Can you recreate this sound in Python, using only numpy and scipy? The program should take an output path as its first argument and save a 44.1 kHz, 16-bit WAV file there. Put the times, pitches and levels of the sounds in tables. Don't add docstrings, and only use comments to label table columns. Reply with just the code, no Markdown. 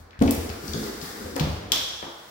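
import sys
import numpy as np
from scipy import signal
from scipy.fft import rfft, irfft, next_fast_len
from scipy.io import wavfile
from scipy.ndimage import uniform_filter1d

SR = 44100
rng = np.random.default_rng(int(sys.argv[2]) if len(sys.argv) > 2 else 0)


def volts_from_decibels(level):
    exponent = np.asarray(level, float) / 20
    return 10 ** exponent


def generate_wav(sig):
    pcm = np.round(np.clip(np.atleast_2d(sig).T, -1, 1) * 32767).astype(np.int16)
    wavfile.write(sys.argv[1], SR, pcm)


N = 101430
T = np.arange(N) / SR

# f/Hz, level/dB, t60/s
PANEL_MODES = [(48.7, -8, 0.33), (81, 1, 0.23), (107, -6.5, 0.29), (165, -5, 0.206), (206, -7.5, 0.077),
               (238.5, -6, 0.22), (276.8, -1.5, .12), (340, -1.5, 0.23), (412, -1.5, 0.23),
               (436, 1.5, 0.16), (490, 7.5, 0.12), (522, 8, 0.078), (650, -21, 0.062), (796, -8, .06)]


def curve(points, hz, column=1):
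    p = np.array(points, float)
    return np.interp(np.log(np.maximum(hz, 1)), np.log(p[:, 0]), p[:, column])


def shape(x, db_of):
    size = next_fast_len(x.shape[-1] + 4096)
    gain = volts_from_decibels(db_of(np.arange(size // 2 + 1) * SR / size))
    return irfft(rfft(x, size) * gain, size)[..., :x.shape[-1]]


def causal(x, db_of):
    size = 8192
    cep = irfft(np.log(volts_from_decibels(db_of(np.arange(size // 2 + 1) * SR / size))), size)
    cep[1:size // 2] *= 2
    cep[size // 2 + 1:] = 0
    return irfft(rfft(x, size) * np.exp(rfft(cep)), size)


def unit(x):
    return x / np.sqrt(np.mean(x ** 2))


def peak(x):
    return x / np.abs(x).max()


def ring(x, hz, t60):
    r = np.exp(-np.log(1000) / (max(t60, .001) * SR))
    w = 2 * np.pi * hz / SR
    return signal.lfilter([np.sin(w)], [1, -2 * r * np.cos(w), r * r], x)


def walk(rate_hz):
    k = int(SR / rate_hz)
    smooth = uniform_filter1d(uniform_filter1d(rng.standard_normal(N + SR), k), k)
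    return unit(smooth)[:N]


def add(out, s, x):
    i = max(int(s * SR), 0)
    out[i:i + len(x)] += x[:N - i]


def burst(noise, decay_s):
    t = T[:len(noise)]
    for _ in range(6):
        spectrum = rfft(noise * t * np.exp(-t / decay_s))
        noise = irfft(spectrum / np.abs(spectrum))
        noise = noise / (uniform_filter1d(np.abs(noise), size=24) + 1e-4)
    return irfft(spectrum / np.sqrt(uniform_filter1d(np.abs(spectrum) ** 2, size=5)))


def knocks():
    # t/s, level/dB, favoured f/Hz, spread/octaves, push/ms
    hits = [(.002, -37.5, 61.6, 0.49, 2.8), (0.187, -28, 73, 0.27, 5.7), (0.2131, -5.5, 213, 0.5, 1.4),
            (0.2168, -8, 260, 0.3, 1.64), (0.2221, -10.5, 278, .2, 1.55), (.221, -26.5, 480, 0.45, 0.58),
            (0.2394, -16.5, 302, 0.49, 0.8), (0.246, -20.5, 71.12, 0.58, 4.8), (.254, -20, 397, 0.8, 0.78),
            (0.2784, -14.5, 274, 0.17, 1.33), (0.2933, -18.5, 423, 0.27, 1.97), (.318, -22.5, 291, 0.24, 1),
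            (.349, -22.5, 282, 0.42, 1.4), (0.376, -22.5, 84, 0.77, 3.7), (0.499, -28.5, 102, 0.6, 1.5),
            (0.641, -26.5, 203, 1.1, 2.1), (0.683, -30, 76.5, 0.52, 7.1), (0.741, -21.5, 166, 0.61, 2.2),
            (0.821, -32, 400, 0.11, 1.7), (.842, -37, 412, 0.18, 1.7), (.864, -29.5, 412, 0.11, 1.5),
            (.884, -29.5, 422, 0.22, 1.9), (.906, -38, 436, .15, 1.5), (.928, -35, 436, 0.2, 1.5),
            (1.026, -28.5, 150.5, 0.65, 1.1), (1.241, -34.5, 78, 0.15, 2.8), (1.259, -29, 525, 0.57, 0.54),
            (1.356, -27, 278, 0.13, 1), (1.3639, -23.5, 556, 0.87, 0.57), (1.4, -30, 165, 0.48, 1.4),
            (1.408, -13.5, 175, 0.33, 1.2), (1.432, -23.5, 80.6, 0.3, 4.8), (1.434, -19, 172, 0.43, 1.6),
            (1.468, -17, 150, 0.58, 2.8), (1.496, -25.5, 100, 0.52, 1.7), (1.534, -28, 93, .4, 2.4),
            (2.033, -33, 220, 0.57, 2), (2.066, -32, 340, 0.47, 0.94)]
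    crack_db, crack_s, crack_ratio, crack_slope_db = -9.5, 0.0027, 1.88, 13
    out = np.zeros(N)
    for (s, db, hz, octaves, ms), noise in zip(hits, rng.standard_normal((len(hits), 2048))):
        push = np.zeros(SR)
        width = int(ms * SR / 1000) + 2
        push[:width] = np.hanning(width) / width
        detune = 1 + .006 * noise
        body = np.zeros(SR)
        for k, (f, mode_db, t60) in enumerate(PANEL_MODES):
            favour_db = -16.2 * (np.log2(f / hz) / octaves) ** 2
            body += volts_from_decibels(mode_db + favour_db) * ring(push, f * detune[k], t60)
        add(out, s, volts_from_decibels(db) * peak(body))
        crack = causal(burst(noise, crack_s),
                       lambda f: -crack_slope_db * np.abs(np.log2((f + 1) / hz / crack_ratio)))
        add(out, s, volts_from_decibels(db + crack_db) * peak(crack))
    return out


def slide():
    # t/s, level/dB, brightness/dB
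    motion = np.array([(0, -64, 6.5), (.18, -109, 21), (0.209, -56.5, -18.5), (.34, -48.5, -2),
                       (.5, -53.5, -0.5), (.6, -56.5, 1), (0.681, -47, 3.5), (.74, -48.5, -2),
                       (.87, -46.5, 13), (0.911, -51.5, 12), (1.001, -55, -2.5), (1.021, -45, 8.5),
                       (1.151, -52, 8.5), (1.203, -51.5, 2), (1.34, -56.5, -5.5), (1.499, -55.5, -6),
                       (1.678, -68.5, -7.5), (1.95, -61.5, 46)])
    # f/Hz, density/dB per Hz
    hiss_colour = [(350, -36), (600, -8.5), (1290, -6), (1770, -3), (2800, -12.5), (4870, -5.5),
                   (15000, -13), (15800, -7.5), (16500, -54)]
    rumble_colour = [(15, -30), (25, -1), (129, -7), (213, 8.5), (415, 4.5), (730, -11.5), (961, -7),
                     (1500, 3), (1950, -51), (3300, -120)]
    hiss_db, rumble_db, jolts_per_s, wander_db = 1.5, 6, 500, 4.5
    effort_db = np.interp(T, motion[:, 0], motion[:, 1])
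    bright_db = np.interp(T, motion[:, 0], motion[:, 2])

    hiss = shape(rng.standard_normal(N), lambda f: curve(hiss_colour, f) - 40 * (f < 600))
    hiss = unit(hiss) * volts_from_decibels(0.75 * walk(23))

    jolts = (rng.random(N) < jolts_per_s / SR) * rng.standard_normal(N) * 8
    jolts = jolts + rng.standard_normal(N)
    body = sum(ring(jolts, f, 0.02) for f, _, _ in PANEL_MODES)
    rumble = unit(shape(body, lambda f: curve(rumble_colour, f)))
    rumble = rumble / np.sqrt(uniform_filter1d(rumble ** 2, size=SR // 12))
    rumble = rumble * volts_from_decibels(wander_db * walk(7.3))
    return volts_from_decibels(effort_db) * (volts_from_decibels(hiss_db) * hiss + volts_from_decibels(rumble_db - bright_db) * rumble)


def snap():
    # f/Hz, width/Hz, level/dB
    resonances = [(3350, 434, -0.5), (3930, 230, -6.5), (4930, 340, -13.5), (5530, 470, -6.5),
                  (6400, 200, -14), (7900, 400, -23), (10700, 330, -19), (14070, 700, -20)]
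    # f/Hz, level/dB
    floor = [(300, -14), (800, -18.5), (2200, -17), (4500, -10), (7000, -12.5), (9000, -19), (15500, -19),
             (16500, -48)]
    snap_s, snap_db, decay_s = 1.7186, -6, 0.001

    def colour(f):
        power = volts_from_decibels(curve(floor, f)) ** 2
        for hz, width_hz, db in resonances:
            power = power + volts_from_decibels(db) ** 2 / (1 + (2 * (f - hz) / width_hz) ** 4)
        return 10 * np.log10(power)

    out = np.zeros(N)
    chatter = burst(rng.standard_normal(2048), decay_s)
    add(out, snap_s, volts_from_decibels(snap_db) * peak(causal(chatter, colour)))
    return out


def ticks():
    # t/s, peak/dB, centre f/Hz, width/octaves
    clicks = [(0.107, -45.5, 3040, 1.2), (0.13, -44, 1860, 0.71), (0.142, -49, 1660, 0.94),
              (0.157, -44.5, 1530, 0.52), (0.191, -36.5, 2820, 1.8), (0.2024, -39, 2500, 1.3),
              (0.2211, -25, 4180, 1.9), (0.2238, -30, 4500, 2.2), (.235, -35, 3680, .5),
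              (0.2746, -29, 4600, 0.81), (0.2766, -29, 2480, 0.5), (.28, -34, 2820, 0.67),
              (0.3084, -14.5, 10700, 1.83), (.314, -27, 14500, 2), (0.4975, -35.5, 2430, 0.58),
              (.492, -32, 4400, 0.9), (.4988, -34, 4580, 0.37), (.679, -31.5, 4680, 0.15),
              (0.678, -33, 5800, .12), (0.7339, -27, 4730, 0.2), (0.7335, -26.5, 6200, 0.32),
              (.7339, -33.5, 3550, 0.2), (0.8387, -35, 4900, 0.54), (.856, -40, 4900, 0.2),
              (.864, -49, 5000, 0.24), (1.0139, -30.5, 4460, 0.63), (.503, -43.5, 13400, 0.45),
              (0.4989, -34.5, 1370, 0.42), (1.3572, -32.5, 5070, 0.62), (1.3628, -21, 6300, 1.75),
              (1.396, -18.5, 3290, 1.18), (1.4005, -26, 3570, 1.1), (1.408, -30, 2980, 1.1),
              (1.3974, -29, 14200, 0.38), (2.0259, -29, 587, 1.85), (.215, -24, 650, 0.62),
              (.739, -37, 1480, 0.22), (1.3648, -21.5, 590, 1.9), (1.399, -26.5, 565, 0.79)]
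    decay_s = .0012
    out = np.zeros(N)
    for (s, db, hz, octaves), noise in zip(clicks, rng.standard_normal((len(clicks), 2048))):
        def colour(f):
            band_db = np.maximum(-12 * (np.log2((f + 1) / hz) / octaves) ** 2, -42)
            return band_db - 20 * np.log10(1 + (300 / (f + 1)) ** 2)

        add(out, s, volts_from_decibels(db) * peak(causal(burst(noise, decay_s), colour)))
    return out


def bumps():
    # t/s, peak/dB, f/Hz
    thuds = [
        (0.7581, -29, 140),
        (0.7774, -22, 193),
        (.797, -32, 173),
        (.815, -24.5, 172),
        (.833, -27.5, 222),
        (1.365, -24, 560),
        (2.0277, -27.5, 539),
    ]
    t60_cycles = 2.2
    out = np.zeros(N)
    for s, db, hz in thuds:
        cycles = T[:4096] * hz
        decay = np.exp(-np.log(1000) * cycles / t60_cycles)
        add(out, s, -volts_from_decibels(db) * peak(cycles * decay * np.sin(2 * np.pi * cycles)))
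    return out


def wide(pair):
    mono_hz = 480
    side = shape(pair[1], lambda hz: -10 * np.log10(1 + (mono_hz / (hz + 1)) ** 3))
    return np.array([pair[0] + side, pair[0] - side]) / np.sqrt(2)


def air():
    # f/Hz, density/dB per Hz
    air_colour = [(15, -19), (25, -6), (121, 1), (1470, -7), (2820, -23.5), (4480, -21), (9580, -50),
                  (15200, -35), (16500, -48)]
    level_db = -52 + 1.0 * walk(1.1)
    noise = shape(rng.standard_normal((2, N)), lambda f: curve(air_colour, f))
    return volts_from_decibels(level_db) * unit(wide(noise))


def room(x, wet_db):
    # f/Hz, t60/s, level/dB
    reverb = [(57.6, 1.28, 7), (140, 0.72, 2), (248, 0.58, 3), (450, 1.08, 6), (840, 1.29, 7.5),
              (3450, 1.096, 1), (5800, 0.94, 2.5), (9800, 1.12, -16.5), (14600, 0.49, 7.5)]
    # delay/s, level/dB
    echoes = [
        (0.0147, -10),
        (0.03, -18.5),
        (0.041, -10),
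    ]
    # f/Hz, left minus right/dB
    pan = [(200, 1.5), (1000, 3), (3000, 16), (8000, 7.5), (14000, 16.5)]
    gap_s, build_s, right_lag_s = 0.002, 0.00087, .0004
    t = T[:SR]
    noise, tail = wide(rng.standard_normal((2, SR))), 0
    for hz in 45 * 2 ** np.arange(0, 9, .5):
        band = shape(noise, lambda f: -24 * np.log2((f + 1) / hz) ** 2)
        decay_db = curve(reverb, hz, column=2) - 60 * t / curve(reverb, hz)
        tail = tail + band * volts_from_decibels(decay_db)
    tail = tail * np.clip((t - gap_s) / build_s, 0, 1) / np.sqrt(SR * .1)
    port_shifts_s = rng.uniform(-0.00045, 0.00027, (len(echoes), 2))
    for (s, db), shift_s in zip(echoes, port_shifts_s):
        tail[[0, 1], ((s + shift_s) * SR).astype(int)] += volts_from_decibels(db - wet_db)
    lag = int(right_lag_s * SR)
    left = shape(x, lambda f: curve(pan, f) / 2)
    right = shape(x, lambda f: -curve(pan, f) / 2)
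    direct = np.array([left, np.pad(right, (lag, 0))[:N]])
    wet = signal.fftconvolve(x[None], tail, axes=1)[:, :N]
    return direct + volts_from_decibels(wet_db) * wet


def scene():
    doors = room(knocks(), -12) + room(ticks(), -1)
    track = room(slide(), -0.5)
    catch = room(snap(), 0.94)
    return doors + track + catch + air() + room(bumps(), -15)


def low_pass(x):
    return signal.sosfilt(signal.butter(12, 16960, fs=SR, output="sos"), x)


def record(dry):
    low_cut_hz, top_hz, top_drop_db = 37, 15800, 32
    dry = signal.sosfilt(signal.butter(2, low_cut_hz, "high", fs=SR, output="sos"), dry)
    dry = signal.sosfilt(signal.ellip(6, .5, top_drop_db, top_hz, fs=SR, output="sos"), dry)
    return low_pass(dry)


dry = scene()
out = record(dry)
generate_wav(out)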